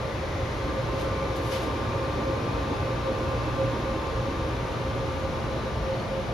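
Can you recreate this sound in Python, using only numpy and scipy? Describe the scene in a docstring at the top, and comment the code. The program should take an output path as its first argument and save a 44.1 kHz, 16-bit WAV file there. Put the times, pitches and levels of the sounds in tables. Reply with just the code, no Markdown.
"""A gas-fired melting furnace runs steadily in a small workshop: shaped noise makes its rumble and roar.
The burner tube sings unsteadily (wavering sine plus narrow noise); gas and air hiss at the jet (noise).
The blower motor hums and whines (sines). The listener, a few steps away, leans in and back again,
which shifts echoes and low room peaks, with a brief rustle of clothing (noise strokes)."""
import sys
import numpy as np
from scipy import signal
from scipy.fft import rfft, irfft, next_fast_len
from scipy.io import wavfile

SR = 44100
rng = np.random.default_rng(int(sys.argv[2]) if len(sys.argv) > 2 else 0)


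def master(y):
    """Save y as 16-bit WAV."""
    cut = np.clip(np.atleast_2d(y).T, -1, 1)
    pcm = np.round(cut * 32767)  # scale
    wavfile.write(sys.argv[1], SR, pcm.astype(np.int16))


N = 279229


def from_db(db):
    """Decibels to amplitude gain."""
    return 10 ** (np.asarray(db) / 20)


def rms_one(x):
    """Scale to rms 1."""
    return x / np.sqrt(np.mean(x ** 2) + 1e-20)


def in_time(rows):
    """Interpolate each column of a (time [s], ...) table at every sample."""
    time_s, *columns = np.transpose(rows)
    return [np.interp(np.arange(N) / SR, time_s, column) for column in columns]


def at_hz(points, hz):
    """Interpolate a (frequency [Hz], value) table on a log-frequency axis."""
    known_hz, values = np.transpose(points)
    return np.interp(np.log(hz + 1e-9), np.log(known_hz), values)


def pan(left_db):
    """Two channel gains for a left-minus-right level."""
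    return from_db(np.array([[.5], [-.5]]) * left_db)


def drift(rate_hz):
    """Slow random signal of rms 1: white noise through two equal poles near rate_hz."""
    step = 40  # samples per slow sample
    pole = np.exp(-2 * np.pi * rate_hz * step / SR)
    white = rng.standard_normal(N // step + 2002)
    slow = signal.lfilter([1], [1, -2 * pole, pole * pole], white)[2000:]  # settled part
    return np.interp(np.arange(N) / step, np.arange(len(slow)), rms_one(slow))


def swell(start_s, hold_s, attack_s, release_s):
    """Envelope: exponential growth to 1, hold, exponential decay."""
    t = np.arange(N) / SR - start_s
    return np.exp(np.minimum(t, 0) / attack_s - np.maximum(t - hold_s, 0) / release_s)


def resonance(hz, centre_hz, width_hz):
    """Response of one damped mode, 1 at its top."""
    return 1j * hz * width_hz / (centre_hz ** 2 - hz ** 2 + 1j * hz * width_hz)


# chosen left-right correlation of the noise, opposed near 8 kHz: (frequency [Hz], correlation [-1..1])
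EAR_CORRELATION = [(50, 0.99), (110, 0.97), (160, 0.91), (300, 0.92), (400, 0.78), (560, 0.89), (680, 0.46),
                   (900, 0.56), (1300, 0.59), (1950, 0.23), (3000, 0.53), (5800, 0.72), (6800, 0.29),
                   (8200, -0.85), (10800, 0.6)]
# stereo balance of the noise: (frequency [Hz], left minus right [dB])
EAR_BALANCE = [(60, 0.5), (200, 0.9), (330, -1.5), (600, -1.5), (800, 4), (1200, -2), (1500, 2), (2100, 2),
               (3200, 4), (5200, 3), (7500, 5.5), (12000, 1)]


def turbulence(gain_at):
    """Stereo noise of mid rms 1, shaped over frequency; ear correlation and balance vary by band."""
    size = next_fast_len(N, real=True)
    hz = np.fft.rfftfreq(size, 1 / SR)
    mid, side = rfft(rng.standard_normal((2, size)))
    correlation = np.clip(at_hz(EAR_CORRELATION, hz), -.995, .995)
    pair = np.sqrt(1 + correlation) * mid + np.sqrt(1 - correlation) * side * [[1], [-1]]
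    shaped = pair * gain_at(hz) * pan(at_hz(EAR_BALANCE, hz))
    noise = irfft(shaped, size)[:, :N]
    return noise / np.std(noise.mean(axis=0))


def coloured(spectrum):
    """Turbulence with a tabulated spectrum."""
    return turbulence(lambda hz: from_db(at_hz(spectrum, hz)))


def narrow_noise(centre_hz, width_hz):
    """Narrow-band stereo noise of mid rms 1: sine and cosine carriers with random amplitudes."""
    phase = 2 * np.pi * np.cumsum(centre_hz * np.ones(N)) / SR
    mid, side = [drift(width_hz) * np.sin(phase) + drift(width_hz) * np.cos(phase) for part in range(2)]
    return mid + .5 * side * [[1], [-1]]


def tone(hz, waver_db, spread_rad):
    """Sine of rms 1 before its level wavers; the room shifts its phase in each ear."""
    phase = 2 * np.pi * np.cumsum(hz * np.ones(N)) / SR
    ears = np.array([np.sin(phase + spread_rad * drift(0.43)) for ear in range(2)])
    return np.sqrt(2) * ears * from_db(waver_db * drift(7.1))


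def walls(x, away, echo_db=-20.0, travel_s=.0012, count=10):
    """Wall echoes comb the sound with fine ripples, which slide as the listener's head moves."""
    delays_s = rng.uniform(.008, .06, count)
    facings = rng.uniform(-1, 1, count)
    delays = [np.round((delay_s + facing * travel_s * away) * SR).astype(int)
              for delay_s, facing in zip(delays_s, facings)]
    echoes = sum(x[:, np.arange(N) - delay] for delay in delays)
    return x + from_db(echo_db) * echoes


# flame rumble and roar spectra: (frequency [Hz], relative level [dB])
RUMBLE_SPECTRUM = [(15, -38), (25, -27), (36, -8), (50, -2.5), (60, 0), (88, -2), (104, -1.5), (130, -5),
                   (160, -4), (190, -20), (400, -20), (2000, -82)]
ROAR_SPECTRUM = [(80, -26), (180, -7), (220, 0), (270, -1), (325, 2), (390, -2), (475, -1.5), (570, -2),
                 (690, -7), (910, -4.5), (1110, -10.5), (1500, -18.5), (2300, -21), (8000, -81)]
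# flame rumble: (time [s], level [dB])
RUMBLE_LEVEL = [(0, -35.8), (1.0, -35), (2.0, -34.5), (2.7, -33), (3.4, -35.5), (4.1, -34), (5.3, -34),
                (6.33, -34)]
# chamber and flue resonances: (frequency [Hz], width [Hz], level before the roar's gain [dB])
CHAMBER_MODES = [(84.4, 4.6, -9), (321, 28, -12.5), (414.4, 7.3, -12.5), (1243, 93, -16), (1477, 22, -19.5)]


def flame(away, roar_db=-35, roar_loss_db=2, throb_db=0.2, flutter_db=0.59):
    """Turbulent burning: throbbing, puffing rumble and a fluttering, gusty roar that rings the chamber."""
    flutter = from_db(flutter_db * drift(15))
    throb = from_db(throb_db * drift(11))
    rumble_db, = in_time(RUMBLE_LEVEL)
    rumble = throb * from_db(rumble_db) * coloured(RUMBLE_SPECTRUM)
    burning = from_db(1.23) * walls(coloured(ROAR_SPECTRUM), away)
    chamber = sum(from_db(db) * turbulence(lambda hz: resonance(hz, centre_hz, width_hz))
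                  for centre_hz, width_hz, db in CHAMBER_MODES)
    roar_gain = from_db(roar_db - roar_loss_db * away) * flutter
    roar = roar_gain * wall_dip(burning + chamber, away)
    return rumble + puffs() + gusts() + roar


# flame puffs: (time [s], frequency [Hz], envelope peak [dB])
PUFF_EVENTS = [(0.431, 62, -22), (0.651, 58, -21), (1.119, 99, -19), (1.46, 115, -22), (2.493, 112, -19),
               (2.811, 95, -19), (4.158, 68.4, -17), (4.211, 122, -21.5), (5.239, 70, -24)]


def puffs(rise_s=0.0051, fall_s=0.0073):
    """Pockets of gas burn all at once, each a dull thump in the chamber: a short sine burst."""
    t = np.arange(N) / SR
    return sum(from_db(db) * swell(start_s, 0, rise_s, fall_s) * np.sin(2 * np.pi * hz * (t - start_s))
               for start_s, hz, db in PUFF_EVENTS)


# gusts in the roar: (time [s], level before gust_db [dB])
GUST_EVENTS = [(.69, 5), (1.06, 2), (1.66, 2.5), (2.2, 1), (2.3, 0), (2.42, 0), (2.72, 4), (3.1, 1),
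               (3.25, 0), (3.8, 3.5), (4.5, -5)]


def gusts(centre_hz=290, width_hz=155, gust_db=-36.5, swell_s=0.038):
    """Short swells of the flame: resonant noise under exponential rises and falls."""
    envelope = sum(from_db(db) * swell(start_s, 0, swell_s, swell_s) for start_s, db in GUST_EVENTS)
    noise = turbulence(lambda hz: resonance(hz, centre_hz, width_hz) ** 2)
    return from_db(gust_db) * envelope * noise


def wall_dip(x, away, dip_hz=288, width_hz=85, depth=0.5):
    """Further from the wall its reflection cancels part of a band of the low roar."""
    band = signal.lfilter(*signal.iirpeak(dip_hz, dip_hz / width_hz, fs=SR), x)
    return x - np.clip(depth * away ** 2, 0, 1) * band


# louder moments of the tube's unsteady, noisy note: (start [s], hold [s], level before trim_db [dB])
TUBE_LOUD_MOMENTS = [(0.15, 0.1, -35), (0.365, 0.03, -32), (0.49, .035, -34), (0.77, 0.035, -31),
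                     (0.925, 0.14, -31), (1.225, 0.03, -29), (1.3, .035, -32), (1.385, .025, -32),
                     (1.51, 0.05, -29), (1.93, 0.07, -35), (2.05, .06, -31), (2.16, 0.02, -32),
                     (2.255, 0.08, -28.5), (2.54, 0.085, -32), (2.88, .035, -33), (3.052, 0.045, -28.5),
                     (3.32, 0.025, -31.5), (3.585, 0.1, -29.5), (3.91, 0.055, -34), (4.195, .02, -34),
                     (4.265, 0.02, -33.5), (4.38, 0.07, -35), (4.69, .035, -34.5), (5.13, 0.04, -36),
                     (5.24, .02, -34.5), (5.655, 0.02, -32.5), (5.72, .06, -37), (5.865, 0.08, -29.5),
                     (5.98, .04, -35.5), (6.112, 0.09, -30)]


def burner_tube(note_hz=532.5, wander_hz=3.21, air_db=-42, floor_db=-43.5, trim_db=-3.0, rasp_db=-9,
                attack_s=0.014, release_s=0.02):
    """The flow always rings the tube a little: an unsteady, noisy note with louder moments."""
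    moments = [from_db(db + trim_db) * swell(start_s, hold_s, attack_s, release_s)
               for start_s, hold_s, db in TUBE_LOUD_MOMENTS]
    level = np.maximum(np.max(moments, axis=0), from_db(floor_db + 0.79 * drift(8.6)))
    rasp = from_db(rasp_db) * narrow_noise(note_hz, width_hz=28)
    sine = tone(note_hz + wander_hz * drift(9.1), waver_db=0.3, spread_rad=0.27)
    air = from_db(air_db) * turbulence(lambda hz: resonance(hz, note_hz, width_hz=18.7))
    return (level * (sine + rasp) + air) * pan(left_db=-0.5)


# jet hiss spectrum: (frequency [Hz], relative level [dB])
JET_SPECTRUM = [(300, -27), (900, 4), (1600, 4.5), (1950, 1.5), (2250, 2.5), (2700, -2), (3800, -2.5),
                (4800, -8), (5400, -8.5), (6700, -13.5), (7700, -23.5), (9500, -19), (12000, -26.5),
                (14000, -32)]
# jet hiss before wall echoes: (time [s], level [dB])
JET_LEVEL = [(0, -43), (.5, -42), (2.4, -42.5), (3.8, -42.5), (5.2, -43), (6.33, -43.5)]


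def jet(away):
    """Gas and air hiss through the nozzle, coloured by the nearby walls."""
    hiss_db, = in_time(JET_LEVEL)
    return from_db(hiss_db) * walls(coloured(JET_SPECTRUM), away, echo_db=-17.0)


# motor hum, slot whine and its first lower sideband, before waver and pan: (time [s], level [dB])
HUM_LEVEL = [(0, -42), (.6, -40), (.8, -37.5), (1.25, -43.5), (1.46, -38), (1.6, -37), (2.04, -37.5),
             (2.18, -45), (2.5, -35), (2.65, -45), (2.82, -36.5), (3.1, -36), (3.24, -40), (3.36, -37),
             (3.68, -32), (3.83, -41), (5, -40.5), (6.33, -42.5)]
WHINE_LEVEL = [(0, -45.5), (.3, -56), (.6, -45), (2.6, -44), (4.2, -44.5), (4.65, -47), (5.1, -45),
               (6.33, -51.5)]
SIDEBAND_LEVEL = [(0, -50), (.55, -48.5), (1.0, -45.5), (2.4, -43), (3.7, -45), (4.3, -45), (4.75, -47),
                  (4.95, -49.5), (5.5, -50), (6.33, -61)]
# blower vibration before waver: (multiple of shaft speed [1], level [dB])
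SHAFT_SHAKE = [(.485, -66), (1, -43.5), (9, -48.5)]
MAINS_HZ, ROTOR_SLOTS = 60, 20


def blower(away, slot_centre_hz=1177.5, slot_wander_hz=1.3, throb_hz=11.8, throb_depth=0.41,
           beat_db=-8, second_sideband_db=-8.0, hum_rough_db=2.0):
    """Motor hums at twice mains rate; that pull gives the rotor-slot whine two sidebands below it."""
    slot_hz = slot_centre_hz + slot_wander_hz * drift(1.63)
    (hum_db,), (whine_db,), (sideband_db,) = map(in_time, (HUM_LEVEL, WHINE_LEVEL, SIDEBAND_LEVEL))
    hum_hz = 2 * MAINS_HZ
    hum_gain = from_db(hum_db + hum_rough_db * drift(13))
    hum = hum_gain * tone(hum_hz, waver_db=0.5, spread_rad=0.25) * pan(left_db=-2.0)
    throb = 1 + throb_depth * np.sin(2 * np.pi * throb_hz * np.arange(N) / SR)
    whine = from_db(whine_db) * throb * tone(slot_hz, waver_db=1.0, spread_rad=0.097) * pan(left_db=6.5)
    first_hz = slot_hz - hum_hz
    beat = from_db(beat_db) * tone(first_hz + throb_hz, waver_db=0.0, spread_rad=0.19)
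    first = tone(first_hz, waver_db=2.0, spread_rad=0.64) + beat
    second = from_db(second_sideband_db) * tone(slot_hz - 2 * hum_hz, waver_db=2.5, spread_rad=0.24)
    sidebands = from_db(sideband_db) * (first * pan(left_db=-2.0) + second)
    shaft_hz = slot_hz / ROTOR_SLOTS
    shake = sum(from_db(db) * tone(multiple * shaft_hz, waver_db=2.0, spread_rad=0.088)
                for multiple, db in SHAFT_SHAKE)
    return hum + whine + sidebands + shake


# cloth strokes: (start [s], hold [s], rise [s], fall [s], level before grain [dB], tilt [dB/octave])
CLOTH_STROKES = [(0.997, 0.024, 0.027, .035, -46.5, -0.5), (1.36, 0.01, .003, 0.022, -46.5, 2),
                 (1.452, 0.06, 0.052, 0.03, -52, 4.5), (1.524, 0.042, 0.028, 0.055, -40, -1),
                 (1.605, .05, .025, .03, -49.5, 1.5)]
# cloth spectrum before tilt: (frequency [Hz], relative level [dB])
CLOTH_SPECTRUM = [(500, -23), (1500, 1), (3000, 4), (5500, -2.5), (7500, -10), (11000, -9), (14000, -18)]


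def clothing(grain_db=1.0, pivot_hz=4000):
    """Cloth slides close by in short, slightly grainy noise strokes, each with its own brightness."""
    sliding = 0
    for start_s, hold_s, rise_s, fall_s, db, tilt_db in CLOTH_STROKES:
        noise = turbulence(lambda hz: from_db(at_hz(CLOTH_SPECTRUM, hz)
                                              + tilt_db * np.log2((hz + 1) / pivot_hz)))
        sliding = sliding + from_db(db) * swell(start_s, hold_s, rise_s, fall_s) * noise
    return sliding * from_db(grain_db * drift(90))


# bands that swell briefly: (start [s], hold [s], frequency [Hz], width [Hz], level [dB])
SWELLING_BANDS = [(1.15, 0.092, 2320, 80, -49), (3.306, 0.35, 2640, 100, -56),
                  (5.523, 0.16, 3980, 150, -55), (5.952, 0.085, 4400, 100, -56),
                  (6.106, 0.025, 687, 120, -50)]


def band_swells(fade_s=0.029):
    """Narrow bands of the roar and hiss swell briefly, and the last, near 690 Hz, marks the burner tube's
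    abrupt surge: narrow noise under short envelopes."""
    return sum(from_db(db) * swell(start_s, hold_s, fade_s, fade_s) * narrow_noise(centre_hz, width_hz)
               for start_s, hold_s, centre_hz, width_hz, db in SWELLING_BANDS)


# one faint chirp: (start [s], hold [s], frequency at start before blur [Hz], level before waver [dB])
CHIRP = (4.04, 0.045, 886, -38)


def short_note(attack_s=.04, release_s=0.012, sag_hz_per_s=150, blur_hz=10):
    """One short, unsteady chirp slides down out of the roar and is gone."""
    start_s, hold_s, hz, db = CHIRP
    since_s = np.clip(np.arange(N) / SR - start_s, -1, 1)
    chirp_hz = hz - sag_hz_per_s * since_s + blur_hz * drift(31)
    envelope = from_db(db) * swell(start_s, hold_s, attack_s, release_s)
    return envelope * tone(chirp_hz, waver_db=4.5, spread_rad=0.44)


# faint narrow peak in the hiss, climbing: (time [s], frequency [Hz], level before pan [dB])
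CLIMBING_PEAK = [(0, 1995, -52), (.6, 2015, -52.5), (1.1, 2310, -63), (1.9, 2377, -56), (2.4, 2494, -55),
                 (3.2, 2615, -55), (3.9, 2635, -61), (5, 2806, -59), (6.33, 2980, -60)]


def hiss_peak():
    """A faint narrow peak in the hiss climbs slowly throughout: narrow noise on a moving centre."""
    peak_hz, peak_db = in_time(CLIMBING_PEAK)
    return from_db(peak_db) * narrow_noise(peak_hz, width_hz=98) * pan(left_db=6.0)


# low room peaks: (frequency near [Hz], shift when far [Hz], width [Hz], level when far [dB])
LOW_ROOM_PEAKS = [(281.3, -78, 14.5, -42.5), (411, 271.5, 41, -43)]


def room_peaks(away):
    """Low room peaks swell and slide when the listener is far: narrow noise scaled by distance."""
    peaks = sum(from_db(db) * narrow_noise(near_hz + shift_hz * away, width_hz)
                for near_hz, shift_hz, width_hz, db in LOW_ROOM_PEAKS)
    return away ** 2 * peaks


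# listener leans in and back: (time [s], nearness [0..1])
LISTENER_LEAN = [(0, 0.1), (.3, 0.42), (.7, 0.71), (2.3, 1), (3.7, 0.83), (4.8, 0.59), (5.5, 0.22),
                 (6.33, 0.01)]


def scene():
    """Sum of furnace, blower, listener and room."""
    nearness, = in_time(LISTENER_LEAN)
    away = 1 - nearness
    furnace = flame(away) + burner_tube() + jet(away) + blower(away)
    return furnace + clothing() + band_swells() + short_note() + hiss_peak() + room_peaks(away)


def record(dry, cutoff_hz=13600):
    """Steep elliptic low-pass: 0.1 dB ripple, 80 dB stopband."""
    return signal.sosfilt(signal.ellip(10, .1, 80, cutoff_hz, fs=SR, output="sos"), dry)


dry = scene()
out = record(dry)
master(out)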